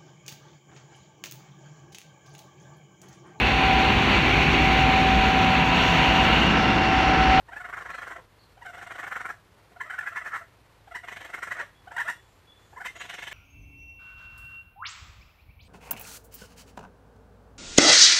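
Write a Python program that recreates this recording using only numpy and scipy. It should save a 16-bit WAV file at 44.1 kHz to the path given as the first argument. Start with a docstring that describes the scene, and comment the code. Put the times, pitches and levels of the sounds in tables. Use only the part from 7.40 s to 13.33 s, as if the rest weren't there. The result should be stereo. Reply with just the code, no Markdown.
"""A young raccoon chitters in the woods by a creek: six rattling bursts of about 23 notes a second.
Each note is a push of air with a short arch of pitch. The vocal folds start a burst as a clean squeak
and fray into a rasp, coloured by throat, mouth and lips, with a hiss past the teeth. Ground and trunks
scatter the sound; behind it are a few far birds, faint high hiss, slow water and a low hum."""
import sys
import numpy as np
from scipy import signal
from scipy.fft import rfft, irfft
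from scipy.io import wavfile
from scipy.ndimage import map_coordinates

SR = 44100
rng = np.random.default_rng(int(sys.argv[2]) if len(sys.argv) > 2 else 0)


def bounce(signal):
    """Save signal as a 16-bit WAV file at the path given by the first command-line argument."""
    frames = np.transpose(np.atleast_2d(signal))
    limited = np.clip(frames, -1, 1)
    pcm = np.round(limited * 32767).astype(np.int16)
    wavfile.write(sys.argv[1], SR, pcm)


N = 261513
TIME = np.arange(N) / SR
# the ordinary note, against which every note's colour is set
ORDINARY_DB, ORDINARY_S, ORDINARY_HZ, ORDINARY_LIPS_DB = -36, .02, 800, -20


def raccoon():
    """The folds sound through throat, mouth and lips, and the same puffs hiss past the teeth."""
    # resonances of the vocal tract: (centre [Hz], width [Hz], relative gain [dB])
    throat_modes = [(188, 137, -9), (470, 425, -5.5), (696, 200, -2.5), (978, 810, -3)]
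    mouth_modes = [(1090, 260, -1.5), (1389, 357, 3), (1731, 556, 2.2), (2033, 580, -1.5)]
    lip_modes = [(2720, 1600, 3), (3095, 970, -2), (3843, 420, -6.5), (6240, 960, -7.5)]
    teeth_modes = [(4420, 1050, -4), (5580, 1150, 1.5), (7680, 2440, 3.5), (9220, 1800, -4),
                   (12210, 1900, -1.5)]
    voice_level, hiss_level, (pitch, rough, mouth_hz, throat_db) = pushes()
    source, puffs = folds(pitch, np.clip(rough, .02, .97), jitter=.09, chaos_db=16.5)
    # the opening of the mouth favours the resonances nearest to it
    mouth = sum(resonate(source, [mode]) / (1 + ((mode[0] - mouth_hz) / 520) ** 2)
                for mode in mouth_modes)
    throat = evened(resonate(source, throat_modes), rate_hz=41.3)
    lips = evened(resonate(source, lip_modes), rate_hz=43.7)
    voice = blend(evened(mouth, rate_hz=67), throat, throat_db)
    voice = blend(voice, lips, lips_db(TIME))
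    hiss = rms_one(resonate(puffs, teeth_modes))
    return from_db(-1.72) * voice_level * voice + from_db(-6.5) * hiss_level * hiss


def folds(pitch, rough, jitter, chaos_db):
    """Vocal folds: a buzz that gives way to uneven puffs as it roughens; also returns the puffs."""
    unsteady_hz = pitch * (1 + jitter * rough * wander(235.6) + .025 * wander(49.06))
    phase = 2 * np.pi * np.cumsum(unsteady_hz) / SR
    buzz = rms_one(sum(np.cos(k * phase) for k in range(1, 7)))
    pulsed_air = rng.standard_normal(N) * (1 + .72 * np.cos(phase))
    puffs = rms_one(pulsed_air * from_db(3.3 * wander(220)))
    return np.sqrt(1 - rough ** 2) * buzz + from_db(chaos_db) * rough ** 2 * puffs, puffs


def pushes():
    """One push of air a note: the voice and hiss envelopes, and settings that glide between notes."""
    # chitter notes: (time [s], relative level [dB], length [s], top pitch [Hz])
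    notes = [(.093, -42.5, .013, 970.7), (.133, -37, .021, 779.3), (0.172, -34, 0.017, 900),
             (.212, -38, 0.018, 718.8), (0.255, -34, .019, 737.2), (0.297, -36.5, .019, 729.3),
             (.339, -32.5, .018, 758.4), (.38, -32.5, .022, 800.9), (0.418, -36.5, .023, 740.2),
             (0.463, -35, 0.017, 741.5), (0.506, -34.5, 0.023, 796.6), (0.548, -34.5, .019, 805.8),
             (.589, -35, .015, 781.3), (.631, -34.5, 0.022, 779.5), (.676, -35.5, 0.019, 742.3),
             (0.719, -36.5, .029, 721.8), (.766, -37.5, 0.013, 688.3), (.792, -47, .023, 521),
             (1.18, -48.5, .011, 789.1), (1.226, -44, 0.017, 973.8), (1.263, -37.5, .016, 774.4),
             (1.298, -46, 0.027, 719.5), (1.348, -41, 0.023, 729.2), (1.387, -40.5, .025, 744),
             (1.428, -38.5, .025, 776.6), (1.473, -39.5, .014, 688), (1.515, -36.5, .021, 777.1),
             (1.558, -39, .016, 745.2), (1.596, -35, 0.022, 897.2), (1.64, -34, 0.021, 779.7),
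             (1.677, -34.5, .019, 759.8), (1.724, -30, .017, 819.8), (1.766, -29.5, .018, 817.8),
             (1.811, -32, .016, 776.9), (1.859, -31.5, 0.019, 821.3), (1.902, -30.5, .019, 821.3),
             (1.94, -49.5, 0.0074, 696.7), (2.322, -55.5, .009, 723), (2.368, -47, .013, 730.6),
             (2.413, -30, 0.013, 1006), (2.47, -44, .035, 640.8), (2.507, -29, 0.012, 772.8),
             (2.54, -36, .032, 748.6), (2.59, -28.5, .012, 900), (2.612, -33, 0.0059, 819.8),
             (2.636, -38, 0.019, 700.6), (2.677, -28.5, .021, 882.5), (2.729, -38, .017, 663),
             (2.772, -28, .025, 867.6), (2.821, -34, 0.012, 677.8), (2.87, -31, 0.031, 895.8),
             (2.953, -28.5, 0.043, 840), (3.021, -45, .025, 681.3), (3.481, -46, .011, 782.9),
             (3.521, -41.5, .014, 717), (3.559, -31, .018, 987.2), (3.644, -41, 0.015, 709),
             (3.688, -35.5, 0.016, 884.9), (3.726, -39.5, 0.023, 906.4), (3.772, -37, 0.014, 888.1),
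             (3.817, -41, 0.021, 819.5), (3.856, -38, .019, 859), (3.902, -43.5, 0.022, 679.5),
             (3.945, -31, 0.016, 1006), (3.986, -40, 0.019, 719.4), (4.034, -29.5, .017, 954.7),
             (4.08, -35, .015, 805), (4.121, -28.5, .018, 942.2), (4.171, -39, 0.031, 634.5),
             (4.205, -28.5, 0.025, 922.2), (4.23, -40.5, 0.017, 562.3), (4.48, -41.5, .012, 768.1),
             (4.521, -39, 0.014, 890.4), (4.554, -45, 0.028, 714.1), (4.57, -30.5, 0.0094, 966.6),
             (4.585, -27, 0.011, 800.2), (4.606, -29, 0.03, 941), (4.662, -35.5, 0.018, 666.7),
             (4.695, -27.5, .028, 984), (5.336, -46, .011, 843.8), (5.378, -41.5, 0.022, 997),
             (5.415, -37.5, .02, 795), (5.462, -32.5, .021, 1053), (5.567, -43.5, .02, 729.2),
             (5.614, -35.5, .018, 949), (5.653, -44, .024, 764), (5.703, -36, 0.017, 916.6),
             (5.745, -39.5, .024, 784), (5.791, -37, .016, 904.7), (5.833, -37.5, 0.019, 882),
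             (5.877, -37.5, 0.017, 927), (5.929, -38.5, 0.026, 831)]
    slack_hz, throat_sag_db = 558.2, 3
    power, hiss_power, settings = np.zeros(N), np.zeros(N), np.zeros((4, N))
    for s, level_db, length, top_hz in notes:
        rough, mouth_hz, throat_db, hiss_db = voicing(s, level_db, length, top_hz)
        span = slice(max(int(s * SR) - 4096, 0), int(s * SR) + 4096)
        u = (TIME[span] - s) / (length / 2) + .0797   # in half notes; the peak comes a little early
        pitch = slack_hz + (top_hz - slack_hz) / (1 + np.abs(u / 1.45) ** 2.7)
        mouth_hz += .43 * (pitch - ORDINARY_HZ)   # the favoured resonance rises with pitch
        throat_db += throat_sag_db * (swell(u) - .7)   # the throat sags between pushes
        share = swell(u) * from_db(level_db) ** 2
        power[span] += share
        hiss_power[span] += swell(u - .04) * from_db(hiss_db) ** 2   # the hiss trails the voice
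        settings[:, span] += share * np.array(np.broadcast_arrays(pitch, rough, mouth_hz, throat_db))
    return np.sqrt(power), np.sqrt(hiss_power), settings / (power + 1e-12)


def swell(u):
    """Power over one push of air, which lasts from about u = -1 to 1."""
    return 1 / (1 + (u / .89) ** 2 + np.abs(u) ** np.where(u < 0, 6.5, 7.5))


def voicing(s, level_db, length, top_hz):
    """A note's colour follows its effort and its place in the burst."""
    # bursts, with the colour of an ordinary note in each: (start [s], end [s], roughness reached [0-1],
    # mouth resonance [Hz], throat against mouth [dB], relative hiss level [dB])
    bursts = [(.07, 0.796, 0.86, 1540, -8, -56), (1.166, 1.964, 0.65, 1540, -6, -54.5),
              (2.35, 3.056, 0.53, 1640, -12, -56), (3.46, 4.25, 0.7, 1760, -8, -54.5),
              (4.46, 4.803, 0.31, 1381, -6.5, -54.5), (5.31, 6.1, 0.65, 1662, -7.5, -53.5)]
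    opening_s, closing_s, fray_s = .066, .039, .2
    start, end, rasp, mouth_hz, throat_db, hiss_db = [row for row in bursts if row[0] <= s][-1]
    effort_db = level_db - ORDINARY_DB
    bared_db = lips_db(s) - ORDINARY_LIPS_DB
    height = top_hz / ORDINARY_HZ
    # the mouth is shut at both ends of a burst: more throat, less hiss, a smoother voice
    shut = np.exp(-((s - start) / opening_s) ** 2) + np.exp(-((end - s) / closing_s) ** 2)
    # the voice starts clean and frays; long and high notes fray most
    fresh = 1 / (1 + ((s - start) / fray_s) ** 4)
    frayed = rasp * (length / ORDINARY_S) ** .31 * height ** .88 * (1 - .33 * shut)
    rough = .31 * fresh + (1 - fresh) * frayed
    mouth_hz += 28 * bared_db   # drawn lips brighten the mouth
    # forced notes lose throat and gain hiss; shrill ones hiss more too
    throat_db += -.89 * effort_db + 9 * shut
    hiss_db += .74 * effort_db + .19 * bared_db + 6 * np.log2(height) - 8.5 * shut
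    return rough, mouth_hz, throat_db, hiss_db


def lips_db(s):
    """The lip resonances come up as the lips draw back."""
    # baring of the teeth: (time [s], lips against the rest of the voice [dB])
    bared = [(.1, -21.5), (.35, -25.5), (.55, -19), (.77, -23), (1.35, -15.5), (1.6, -17.5), (1.9, -27),
             (2.6, -23), (3.0, -27.5), (3.55, -19), (3.8, -8.5), (3.95, -19.5), (4.2, -21), (4.7, -18.5),
             (5.4, -31.5), (5.47, -7.5), (5.6, -3.5), (5.9, -5)]
    return np.interp(s, *np.transpose(bared))


def squeals():
    """Thin tones that linger after three of the notes."""
    # (time [s], length [s], start pitch [Hz], end pitch [Hz], waver [share of pitch], level [dB])
    tones = [(1.265, 0.054, 1546, 1524, .0045, -45.5), (3.565, 0.057, 1967, 1956, 0.0041, -51),
             (5.472, 0.048, 2087, 2099, 0.005, -43.5)]
    return whistles(tones, fade_db=-19)


def ground(x, nearest_s, farthest_s, sway_s, count=6):
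    """Echoes off stones and sticks, for each ear; paths shift as the animal walks and swings its head."""
    # colour of the echoes: (frequency [Hz], level against direct sound [dB])
    colour = [(300, -10), (1000, -10.5), (1700, -1.5), (4000, 1), (10000, -1.5)]
    echoes = np.zeros((2, N))
    for ear in echoes:
        for k, delay in enumerate(np.linspace(nearest_s, farthest_s, count)):
            path_s = delay + sway_s * wander(1.7)
            ear += (-1) ** k * map_coordinates(x, [(TIME - path_s) * SR], order=3)
    return irfft(rfft(echoes) * from_db(at_hz(colour, bins(N))), N) / np.sqrt(count)


def trunks(x, t60):
    """Countless small reflections off the trees, dying away by 60 dB in t60 seconds."""
    # colour of the tail: (frequency [Hz], level against direct sound [dB])
    colour = [(300, -9), (1500, -6.5), (4000, 3.5), (12000, 3)]
    # its stereo image: (frequency [Hz], left-right likeness [0-1])
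    likeness = [(500, 0.92), (1100, 0), (1800, 0.35), (10000, 0)]
    t = np.arange(32768) / SR
    decay = from_db(-60 * t / t60) * (1 - np.exp(-t / .001))
    response = stereo_noise(colour, likeness, len(t)) * decay / np.sqrt(np.sum(decay ** 2))
    return signal.fftconvolve(x[None], response, axes=1)[:, :N]


def lean_left(x):
    """Place a sound a little to the left, by an amount that varies with frequency."""
    # stereo balance: (frequency [Hz], left minus right [dB])
    balance = [(600, 1.6), (1100, 1), (1900, 6.5), (2800, -1), (4300, -4), (7500, 2.5), (9200, -1.5),
               (12000, 4)]
    return irfft(rfft(x) * from_db(at_hz(balance, bins(N)) * [[.5], [-.5]]), N)


def birds():
    """Far whistles that arrive partly by way of the trees."""
    # (time [s], length [s], start pitch [Hz], end pitch [Hz], waver [share of pitch], relative level [dB])
    calls = [(.51, .082, 4150, 4390, 0.034, -65), (.975, 0.064, 4480, 4450, 0.022, -66),
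             (1.0, 0.058, 4220, 4090, 0.026, -68), (4.345, 0.076, 3330, 3450, 0.0092, -67.5),
             (4.71, 0.12, 3430, 3443, 0.0042, -64), (5.07, 0.089, 3390, 3480, 0.0062, -58.5),
             (5.155, 0.061, 3464, 3454, 0.0062, -64), (5.552, 0.093, 6795, 6790, .0018, -56.5),
             (5.755, 0.091, 5480, 5470, 0.0038, -62.5)]
    song = whistles(calls, fade_db=-16)
    return from_db(-4.5) * song + from_db(-2.5) * trunks(song, t60=.36)


def far_hiss():
    """Soft swells of high noise, different in each ear."""
    # (time [s], length [s], centre [Hz], width [Hz], peak level [dB])
    swells = [(4.724, 0.32, 7200, 1612, -73), (5.122, .4, 6960, 1897, -70.5)]
    out = np.zeros((2, N))
    for s, length, centre_hz, width_hz, db in swells:
        arch = np.sin(np.linspace(0, np.pi, int(length * SR)))
        for ear in out:
            band = resonate(rng.standard_normal(len(arch)), [(centre_hz, width_hz, 0)])
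            add(ear, s, from_db(db) * arch * rms_one(band))
    return out


def creek():
    """The even wash of slow water, its level flickering slightly."""
    # colour of the water: (frequency [Hz], relative level [dB])
    colour = [(15, -19), (25, -20.5), (96, 0.5), (219, -13), (460, -9.5), (584, -11.5), (703, -13),
              (991, -10.5), (1230, -13.5), (1820, -15), (3350, -20), (3730, -21.5), (4250, -21.5),
              (5690, -27.5), (14000, -32)]
    # its stereo image: (frequency [Hz], left-right likeness [0-1])
    likeness = [(60, 0.94), (300, 0.72), (1000, 0.39), (2500, 0.033), (10000, 0.041)]
    wash = rms_one(stereo_noise(colour, likeness, N))
    return wash * from_db(-58 + wander(24))


def hum():
    """A faint low hum whose partials waver in level and phase."""
    # (frequency [Hz], level [dB])
    partials = [(53, -67), (79.5, -77.5), (106, -70)]
    out = np.zeros(N)
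    for hz, db in partials:
        waver_db, waver_rad = 2.5 * wander(1), 1.9 * wander(2.6)
        out += from_db(db + waver_db) * np.sqrt(2) * np.sin(2 * np.pi * hz * TIME + waver_rad)
    return out


def whistles(rows, fade_db):
    """Gliding, wavering tones that start quickly and fade."""
    out = np.zeros(N)
    for s, length, start_hz, end_hz, waver, db in rows:
        u = np.linspace(0, 1, int(length * SR))
        pitch = (start_hz + (end_hz - start_hz) * u) * (1 + waver * wander(170, len(u)))
        envelope = np.sqrt(np.abs(np.sin(np.pi * u))) * from_db(fade_db * u)
        tone = np.sin(2 * np.pi * np.cumsum(pitch) / SR)
        add(out, s, from_db(db) * rms_one(envelope * tone))
    return out


def resonate(x, modes):
    """Pass a sound through parallel resonances with steep skirts."""
    hz = bins(len(x))
    gain = sum(from_db(db) / (1 + (2 * (hz - centre) / width) ** 2) ** 1.746
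               for centre, width, db in modes)
    return irfft(rfft(x) * gain, len(x))


def evened(x, rate_hz):
    """Hold a sound's power at 1, against changes slower than the given rate."""
    power = smooth(x ** 2, rate_hz)
    return x / np.sqrt(np.abs(power) + 1e-6 * np.mean(x ** 2))


def blend(x, layer, db):
    """Mix in a layer, keeping about the same power."""
    gain = from_db(db)
    return (x + gain * layer) / np.sqrt(1 + gain ** 2)


def stereo_noise(colour, likeness, size):
    """Coloured noise whose stereo width varies with frequency."""
    hz = bins(size)
    mid, side = rfft(rng.standard_normal((2, size)))
    alike = at_hz(likeness, hz)
    pair = np.sqrt((1 + alike) / 2) * mid + np.sqrt((1 - alike) / 2) * side * [[1], [-1]]
    return irfft(pair * from_db(at_hz(colour, hz)), size)


def wander(rate_hz, size=N):
    """Smooth random drift with spread 1."""
    return rms_one(smooth(rng.standard_normal(size), rate_hz))


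def smooth(x, rate_hz):
    """Soften changes faster than the given rate."""
    return irfft(rfft(x) / (1 + (bins(len(x)) / rate_hz) ** 2), len(x))


def add(track, start_s, sound):
    """Mix a sound into a track."""
    at = int(start_s * SR)
    first, last = max(at, 0), min(at + len(sound), N)
    track[first:last] += sound[first - at:last - at]


def at_hz(points, hz):
    """Read a table on a log-frequency axis."""
    known, values = np.transpose(points)
    return np.interp(np.log(hz + 1), np.log(known), values)


def bins(size):
    """Frequencies of a spectrum of that many samples."""
    return np.arange(size // 2 + 1) * SR / size


def from_db(db):
    """Decibels to gain."""
    return 10 ** (np.asarray(db) / 20)


def rms_one(x):
    """Scale to unit power."""
    return x / np.sqrt(np.mean(x ** 2) + 1e-20)


def scene():
    """The raccoon is near and a little to the left, over far birds and a bed of water and hum."""
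    voice = raccoon()
    echoes = ground(voice, nearest_s=.000828, farthest_s=.0036, sway_s=.000476) + trunks(voice, t60=.23)
    near = lean_left(voice + echoes + squeals())
    far = birds() + far_hiss()
    bed = (creek() + hum()) * from_db([[.36], [-.36]])
    return near + far + bed


def record(dry):
    """A steep high cut at 14.5 kHz."""
    return signal.sosfilt(signal.ellip(10, .1, 70, 14500, fs=SR, output="sos"), dry)


dry = scene()
out = record(dry)
bounce(out)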